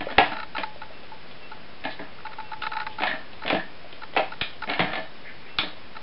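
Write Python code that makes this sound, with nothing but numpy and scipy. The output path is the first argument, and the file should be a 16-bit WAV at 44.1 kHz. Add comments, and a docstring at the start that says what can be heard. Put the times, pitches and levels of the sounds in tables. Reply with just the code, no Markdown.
"""A small room with a hard floor: a kitten bats a plastic ball round a hollow plastic track toy.
The ball's knocks ring the shell and its air channel, tiny bumps make its rumble, narrow noise its rasp.
Paws land as short dull tones, light ticks are noise bursts, and fur brushes the rim as swelling noise.
The camera's focus motor ticks through its own body, with no room on it.
Everything sits over the hiss of a narrow-band microphone."""
import sys
import numpy as np
from scipy import signal
from scipy.fft import rfft, irfft, next_fast_len
from scipy.io import wavfile

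SR = 44100
rng = np.random.default_rng(int(sys.argv[2]) if len(sys.argv) > 2 else 0)


def dump(signal):
    """Clip the signal to [-1, 1] and save it as 16-bit WAV at the path in sys.argv[1]."""
    limited = np.clip(np.atleast_2d(signal).T, -1, 1)
    pcm = np.round(limited * 32767).astype(np.int16)
    wavfile.write(sys.argv[1], SR, pcm)


N = 265482

# Crack of a contact, the dense short modes of the shell.
# Each row: frequency in Hz, relative level in dB.
CRACK_COLOUR = [(40,-25),(130,-9),(300,-0.5),(750,7.5),(1050,-4.5),(1700,-11.5),(2400,1.5),(3400,2),(4300,-6),(5000,-21.5),(5500,-58)]
# Air resonances of the hollow ball channel.
# Each row: frequency in Hz, relative level in dB, time to fall 60 dB in seconds.
CHANNEL_MODES = [(289.7,-4.5,0.12),(640.8,7,0.098),(682,-5.5,0.17),(766,-6.5,0.15),(1758,7,0.025),(1762,-25.5,0.11),(2151,3.5,0.034)]


def amp(db):
    """Decibels to gain."""
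    return 10 ** (np.asarray(db) / 20)


def unit(x, size=None):
    """Scales to rms 1, judged on the first size samples."""
    return x / np.sqrt(np.mean(x[:size] ** 2) + 1e-20)


def read(points, hz):
    """Reads a table on a log-frequency axis."""
    f, value = np.transpose(points)
    return np.interp(np.log(hz + 1), np.log(f + 1), value)


def add(mix, s, sound):
    """Mixes a sound in at time s, in seconds."""
    part = mix[max(round(s * SR), 0):][:len(sound)]
    part += sound[:len(part)]


def noise(spectrum, size):
    """Noise of rms 1 with the given spectrum."""
    gain = amp(read(spectrum, np.fft.rfftfreq(size, 1 / SR)))
    return unit(irfft(rfft(rng.standard_normal(size)) * gain, size))


def band(x, hz, kind, order=3):
    """Causal Butterworth filter."""
    return signal.sosfilt(signal.butter(order, hz, kind, fs=SR, output="sos"), x)


def ring(modes, t, phases):
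    """Sum of dying sines."""
    hz, db, t60 = np.transpose(modes)[:, :, None]
    return (amp(db - 60 * t / t60) * np.sin(2 * np.pi * hz * t + phases[:, None])).sum(0)


def struck(modes, t):
    """A set of modes at rms 1; each contact point excites them in other phases."""
    return unit(ring(modes, t, rng.uniform(0, 2 * np.pi, len(modes))), size=900)


def knocks(level_db=-14, crack_t60=0.038, lag=.001, soft_db=-30, range_db=17, channel_db=-2,
           shell_db=-2.0, rattle_db=-4, rattle_t60=0.045, rattles_per_s=900):
    """Each blow cracks and rebounds; hard ones ring and rattle the shell, soft ones mostly the channel air."""
    # The ball striking the track. Each row: time in seconds, relative level in dB,
    # extra thud of the base in dB, brightness in dB.
    hits = [(0.005,-22,7,-1.5),(0.11,-30.5,13,3),(0.1815,-2,-1,-2),(0.58,-18,2.5,0.5),(1.837,-27,-11,1.5),(1.85,-18.5,4.5,-2.5),(1.992,-31.5,14.5,-7.5),
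            (3.004,-25,9,-3),(3.018,-17.5,-5,-2),(3.034,-15,-12.5,-0.5),(3.068,-21.5,-21,4.5),(3.097,-29.5,4.5,1),(3.448,-31.5,15.5,-11),(3.477,-18.5,0,5),(3.5,-12.5,1,0),(3.526,-20,20,-1),(3.546,-18.5,9,-4),(3.46,-22.5,1,0.5),
            (4.163,-13.5,-5,-7),(4.172,-12,1.5,1),(4.195,-24.5,3.5,-11),(4.41,-16.5,-6,6.5),(4.673,-26.5,9.5,-3),(4.688,-23.5,1,-3.5),(4.696,-16.5,-3,0.5),(4.734,-20,-7,2.5),
            (4.792,-12,3,-1.5),(4.802,-11.5,8.5,-2),(4.931,-21.5,-9.5,0.5),(4.953,-21,-17,0.5),(4.976,-31.5,-1,-10.5),(5.585,-13,-6,7),(5.631,-24.5,9,-3)]
    # Modes of the plastic track.
    # Each row: frequency in Hz, relative level in dB, time to fall 60 dB in seconds.
    track_modes = [(145,-15,0.17),(195.7,1.5,0.19),(300,10,0.16),(371,-21,0.69),(498,-14.5,0.56),(585,3,0.086),(659,10,0.05),(680,-17,0.39),(741,19.5,0.062),(898.3,9,.13),(1286,-4,0.095),(1670,4.5,0.075),(1730,-2.5,0.064),(1584,1.5,0.022),(2190,-3,0.17),(1990,-32,0.1),(2480,-4.5,0.013),(2287,4,0.057),(2400,-0.5,0.14),(2620,-25,.11),(3450,11.5,0.0098),(3100,-12,0.11),(3800,-12.5,0.6)]
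    # Bands from thud to treble. Each row: lower edge in Hz, upper edge in Hz.
    bands_hz = ((85, 450), (450, 1200), (1200, 2200), (2200, 6000))
    bass_db, treble_db = -8, -3  # of an ordinary knock, against its middle
    rebound_s, rebound_db, rebound_dull_db = .019, -12, -5  # it comes back once, softer and duller
    slowest_contact_s = 0.0013  # how slowly the softest knocks set in

    out, t = np.zeros(N), np.arange(11250) / SR
    rebounds = [(s + rebound_s, db + rebound_db, thud, bright + rebound_dull_db)
                for s, db, thud, bright in hits]
    for s, db, thud, bright in hits + rebounds:
        hard = np.clip((db - soft_db) / range_db, 0, 1)
        crack = unit(noise(CRACK_COLOUR, len(t)) * amp(-60 * t / crack_t60), size=900)
        # the loose halves of the shell chatter
        chatter = rng.choice([-1., 1.], len(t)) * (rng.random(len(t)) < rattles_per_s / SR)
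        rattle = unit(band(chatter, (1500, 4200), "band")) * amp(rattle_db - 60 * t / rattle_t60)
        shell = amp(shell_db) * struck(track_modes, t) + rattle
        air = amp(channel_db) * struck(CHANNEL_MODES, t)
        blow = crack + np.sqrt(hard) * shell + np.sqrt(1 - hard) * air
        blow = blow * (1 - np.exp(-t / (slowest_contact_s * (1 - hard) + 1 / SR)))
        # a sharper contact trades body for treble
        colour = (bass_db + thud, -bright, 0, treble_db + bright)
        for edges, rel in zip(bands_hz, colour):
            part = unit(band(blow, edges, "band"), size=900)
            add(out, s + lag, amp(db + rel + level_db) * part)
    return out


def rolling(level_db=-9, bumps_per_s=250, spread_db=5, ring_db=-3, crack_t60=0.044, low_hz=120, count=6):
    """The ball runs over tiny bumps, each a small blow on one of several spots of the shell."""
    # The ball rolling after a push.
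    # Each row: start in seconds, length of the push in seconds, relative level in dB.
    pushes = [(0.0,0.013,-30.5),(0.068,0.15,-32),(0.24,0.083,-30),(1.85,0.055,-47),(1.98,0.056,-40),(2.978,0.14,-26),(3.461,0.098,-29.5),(4.673,0.17,-25),(4.859,0.12,-30)]
    # Colour of the rumble inside the hollow ring. Each row: frequency in Hz, relative level in dB.
    hollow_colour = [(110,-23.5),(290,5.5),(420,-20.5),(560,-11.5),(700,-4),(880,5.5),(1050,-9.5),(1450,0),(1750,3),(1950,-9.5),(2300,-5),(2900,-7),(3900,-17.5),(5200,-29)]
    rise_s, slows_db_per_s = .025, 200.5

    t, level, out = np.arange(SR // 4) / SR, np.zeros(N), np.zeros(N)
    age = np.arange(SR) / SR
    sizes = amp(spread_db * np.minimum(rng.exponential(1, N), 3)) * rng.choice([-1, 1], N)
    bumps = unit((rng.random(N) < bumps_per_s / SR) * sizes)
    spot = rng.integers(0, count, N)
    for s, push, db in pushes:  # it gathers speed, keeps it while pushed, then coasts
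        coasting_db = -slows_db_per_s * np.maximum(age - push, 0)
        add(level, s, np.minimum(age / rise_s, 1) * amp(db + level_db + coasting_db))
    for k in range(count):
        crack = unit(noise(hollow_colour, len(t)) * amp(-60 * t / crack_t60), size=900)
        shell = crack + amp(ring_db) * struck(CHANNEL_MODES, t)
        out += signal.oaconvolve(bumps * level * (spot == k), shell / np.linalg.norm(shell))[:N]
    return band(out, low_hz, "high")  # the rumble carries little bass


def rasps(rise_s=0.0023, fade_db=-22):
    """Rubbing excites one narrow resonance of the channel and fades as the ball comes free."""
    # The ball rasping along the channel wall.
    # Each row: start in seconds, length in seconds, starting level in dB.
    rubs = [(1.852,0.11,-40.5),(1.991,0.053,-39.5),(3.068,0.09,-24.5),(3.596,0.027,-28.5),(4.871,0.09,-38),(5.615,0.038,-38)]
    rasp_hz, half_width = 1771, .055  # upper air resonance, half width as a share of it

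    out = np.zeros(N)
    edges = (rasp_hz * (1 - half_width), rasp_hz * (1 + half_width))
    for s, length, db in rubs:
        t = np.arange(0, length, 1 / SR)
        rub = band(rng.standard_normal(SR // 2), edges, "band", order=2)
        swell = np.minimum(t / rise_s, 1) * amp(db + fade_db * t / length)
        add(out, s, unit(rub[-len(t):]) * swell)  # the end of the noise, once the filter has settled
    return out


def kitten_and_ticks(paw_t60=0.02, tick_t60=0.033, brush_width=0.17):
    """Paw falls are short dull tones, light ticks dry cracks, brushing fur swells of band noise."""
    # Paws landing on the floor. Each row: time in seconds, level in dB, pitch in Hz.
    paws = [(0.069,-26,542),(0.083,-51,640),(0.760,-40.5,584),(0.906,-42.5,640),(1.259,-48,645),(3.845,-42.5,635)]
    # Light ticks, some of them from the lens. Each row: time in seconds, level in dB.
    ticks = [(1.034,-45),(1.311,-41),(1.433,-49),(3.332,-41),(3.927,-38),(4.136,-37.5),(4.152,-33.5),(4.533,-44)]
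    # Fur brushing the rim. Each row: start in seconds, length in seconds, level in dB, centre in Hz.
    brushes = [(1.893,0.047,-42,3520),(2.614,0.027,-36,3000),(2.877,0.073,-48.5,2900),(5.227,0.11,-43,1930),(5.421,0.11,-50.5,2180)]

    out, t = np.zeros(N), np.arange(SR // 10) / SR
    soft_start = 1 - np.exp(-t / 0.00087)  # a soft pad starts the board gently
    for s, db, hz in paws:
        pad = np.sin(2 * np.pi * hz * t) * amp(-60 * t / paw_t60) * soft_start
        add(out, s, amp(db) * unit(pad, size=250))
    for s, db in ticks:
        tick = noise(CRACK_COLOUR, len(t)) * amp(-60 * t / tick_t60)
        add(out, s, amp(db) * unit(tick, size=150))
    for s, length, db, hz in brushes:
        hairs = rng.standard_normal(SR // 2)[:int(length * SR)]
        hairs = band(hairs, (hz * (1 - brush_width), hz * (1 + brush_width)), "band", order=2)
        add(out, s, amp(db) * unit(hairs) * signal.windows.tukey(len(hairs), .8))
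    return out


def room(x, first=.005, turns_per_s=3, count=3):
    """Dense reflections, each band dying at its own speed; sets of paths swell and fade in turn."""
    # Decay of the room. Each row: frequency in Hz, time to fall 60 dB in seconds.
    decay_times = [(150,0.4),(400,0.14),(1000,0.32),(2800,0.27),(5000,0.38)]
    out, size = np.zeros(N), SR // 3
    for k in range(count):
        taps = rng.choice([-1., 1.], size) * (rng.random(size) < .1)
        taps = taps * (np.arange(size) / SR > first)
        hz, t, z = signal.stft(taps, SR, nperseg=256)
        decay = amp(-60 * t / read(decay_times, hz)[:, None])
        tail = signal.istft(z * decay, SR, nperseg=256)[1]
        turn = turns_per_s * np.arange(N) / SR + k / count
        share = np.sqrt(2 / count) * np.cos(2 * np.pi * turn)
        out += signal.oaconvolve(x * share, tail / np.linalg.norm(tail))[:N]
    return out


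def lens_bursts(rows, step_hz, count, first_force, level_db, treble_db, barrel_db, grit, grit_t60,
                split_hz=1800):
    """A few uneven motor steps shake the camera body and set the lens barrel ringing."""
    # Short modes of the camera body.
    # Each row: frequency in Hz, relative level in dB, time to fall 60 dB in seconds.
    body_modes = [(861,0,0.037),(1300,6.5,0.026),(1457,1.5,0.051),(1770,11,0.0092),(2193,10.5,0.013),(2590,11,0.012),(3970,12,0.015),(5000,-4.5,0.014)]
    # The barrel rings on, quickly at first and then faintly.
    # Each row: frequency in Hz, relative level in dB, time to fall 60 dB in seconds.
    barrel_modes = [(876.5,-5,0.087),(856.7,-11.5,0.33)]
    drive_s = .011  # each burst holds off the barrel's decay this long

    out, t, long = np.zeros(N), np.arange(2048) / SR, np.arange(SR // 4) / SR
    body = unit(ring(body_modes, t, np.pi * np.arange(len(body_modes))), size=200)
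    free = np.maximum(long - drive_s, 0)
    barrel = sum(amp(db - 60 * free / t60) * np.sin(2 * np.pi * hz * long) for hz, db, t60 in barrel_modes)
    barrel = barrel * (1 - np.exp(-long / 0.002))
    for s, db, ringing in rows:
        burst = np.zeros(len(t))
        scratches = band(rng.standard_normal((count, len(t))), (600, 5000), "band")
        scratches = scratches * amp(-60 * t / grit_t60)
        for k, force in enumerate(np.linspace(first_force, 1, count)):
            step = force * (body + grit * unit(scratches[k], size=200))
            add(burst, (k + abs(rng.normal(0, .08))) / step_hz, step)  # each step a little late
        low = unit(band(burst, split_hz, "low"), size=400)
        high = unit(band(burst, split_hz, "high"), size=400)
        add(out, s, amp(db + level_db) * low + amp(db + treble_db) * high)
        add(out, s, amp(db + ringing + barrel_db) * barrel)
    return out


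def focus(whine_hz=2690):
    """The autofocus hunts: a quick buzz, a slower clack, now and then a thin whine."""
    # The motor runs briefly, then the lens clacks to a halt. Each row: time of the halt in seconds,
    # relative level of the run in dB, of the halt in dB, extra ring of the barrel in dB.
    moves = [(0.1,-28,-23,0),(0.332,-23,-19,2.5),(0.366,-30.5,-19,-2.5),(0.4,-24,-18.5,-7),(0.43,-29,-18.5,-5.5),(0.565,-21,-15,-1),(0.633,-40,-13.5,6),(0.832,-26.5,-29.5,3.5),
             (1.133,-41,-46,16),(1.531,-27.5,-36,3),(2.2,-35.5,-32,-11),(2.266,-26.5,-23,6),(2.332,-34,-25.5,-6.5),(2.4,-28,-24,9),(2.532,-26.5,-21.5,7.5),(2.635,-19.5,-15,-5),
             (2.666,-23,-12,-0.5),(2.733,-20,-17.5,-0.5),(2.767,-27,-15,6.5),(2.8,-24,-15,-11),(2.83,-21,-27,-2),(2.866,-50,-16,6.5),(3.0,-22.5,-20,2.5),(3.435,-27,-21.5,0),
             (4.033,-26.5,-22,-4.5),(4.335,-23,-26,-4),(4.636,-19.5,-17.5,-2.5),(5.966,-33,-21.5,-2)]
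    # Thin whine of the lens between bursts. Each row: start in seconds, length in seconds, level in dB.
    whines = [(0.913,0.086,-56),(1.413,0.077,-49.5),(2.427,0.084,-51.5),(5.462,0.12,-52.5)]
    run_s = .016  # the run starts this long before the halt

    runs = [(s - run_s, db, ringing) for s, db, _, ringing in moves]
    halts = [(s, db, ringing) for s, _, db, ringing in moves]
    out = lens_bursts(runs, step_hz=1412, count=8, first_force=1.0, level_db=-11.0, treble_db=-22,
                      barrel_db=-8.0, grit=0.46, grit_t60=0.044)
    out += lens_bursts(halts, step_hz=451.2, count=3, first_force=1.3, level_db=-14, treble_db=-22,
                       barrel_db=-14, grit=0.27, grit_t60=0.094)
    for s, length, db in whines:
        tone = np.sin(2 * np.pi * whine_hz * np.arange(0, length, 1 / SR))
        add(out, s, amp(db) * unit(tone) * signal.windows.tukey(len(tone), .5))
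    return out


def pops(decay=0.0018):
    """As the recorder's gain steps down, the signal dips, swings a little past rest and relaxes."""
    # Soft low pops at the sharpest knocks. Each row: time in seconds, relative level in dB.
    dips = [(0.181,-12.5),(4.42,-18.5),(5.591,-20.5)]
    out, u = np.zeros(N), np.arange(SR // 10) / SR / decay
    for s, db in dips:
        add(out, s, -amp(db) * band((1 - u / 2) * np.exp(-u), 860, "low", order=1))
    return out


def microphone_hiss(level_db=-46, low_hz=52):
    """Steady coloured noise, thinned below the microphone's low limit."""
    # Each row: frequency in Hz, relative density in dB per Hz.
    hiss_colour = [(15, -36.5), (25, -9.5), (33, -2), (86, -9.5), (115, -9.5), (154, -8), (281, -9.5),
                   (329, -11), (368, -10), (674, -10.5), (825, -13), (2590, -15), (5300, -23), (6890, -46),
                   (11700, -120)]
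    return band(amp(level_db) * noise(hiss_colour, next_fast_len(N))[:N], low_hz, "high")


def limit(x, ceiling_db=-11, attack=0.007, share=0.3):
    """A quick limiter takes off a share of the excess level, once a knock's first swing has passed."""
    keep = np.exp(-1 / (attack * SR))
    power = signal.lfilter([1 - keep], [1, -keep], x ** 2)
    level_db = 10 * np.log10(power + 1e-12)
    return x / amp(min(share, 1) * np.maximum(level_db - ceiling_db, 0))


def scene(room_db=-1.5):
    """Toy, kitten and light ticks sound in the room; focus motor, pops and hiss stay dry."""
    play = knocks() + rolling() + rasps() + kitten_and_ticks()
    return (play + amp(room_db) * room(play) + focus() + pops() + microphone_hiss())[None]


def record(dry, offset=-0.02, cutoff_hz=5400):
    """After the limiter, the converter sits slightly off zero, clips at full scale and loses the treble."""
    clipped = np.clip(limit(dry) + offset, -1, 1)
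    lowpass = signal.firwin(401, cutoff_hz, window=("kaiser", 8), fs=SR)
    return signal.oaconvolve(clipped, lowpass[None], "same")


dry = scene()
out = record(dry)
dump(out)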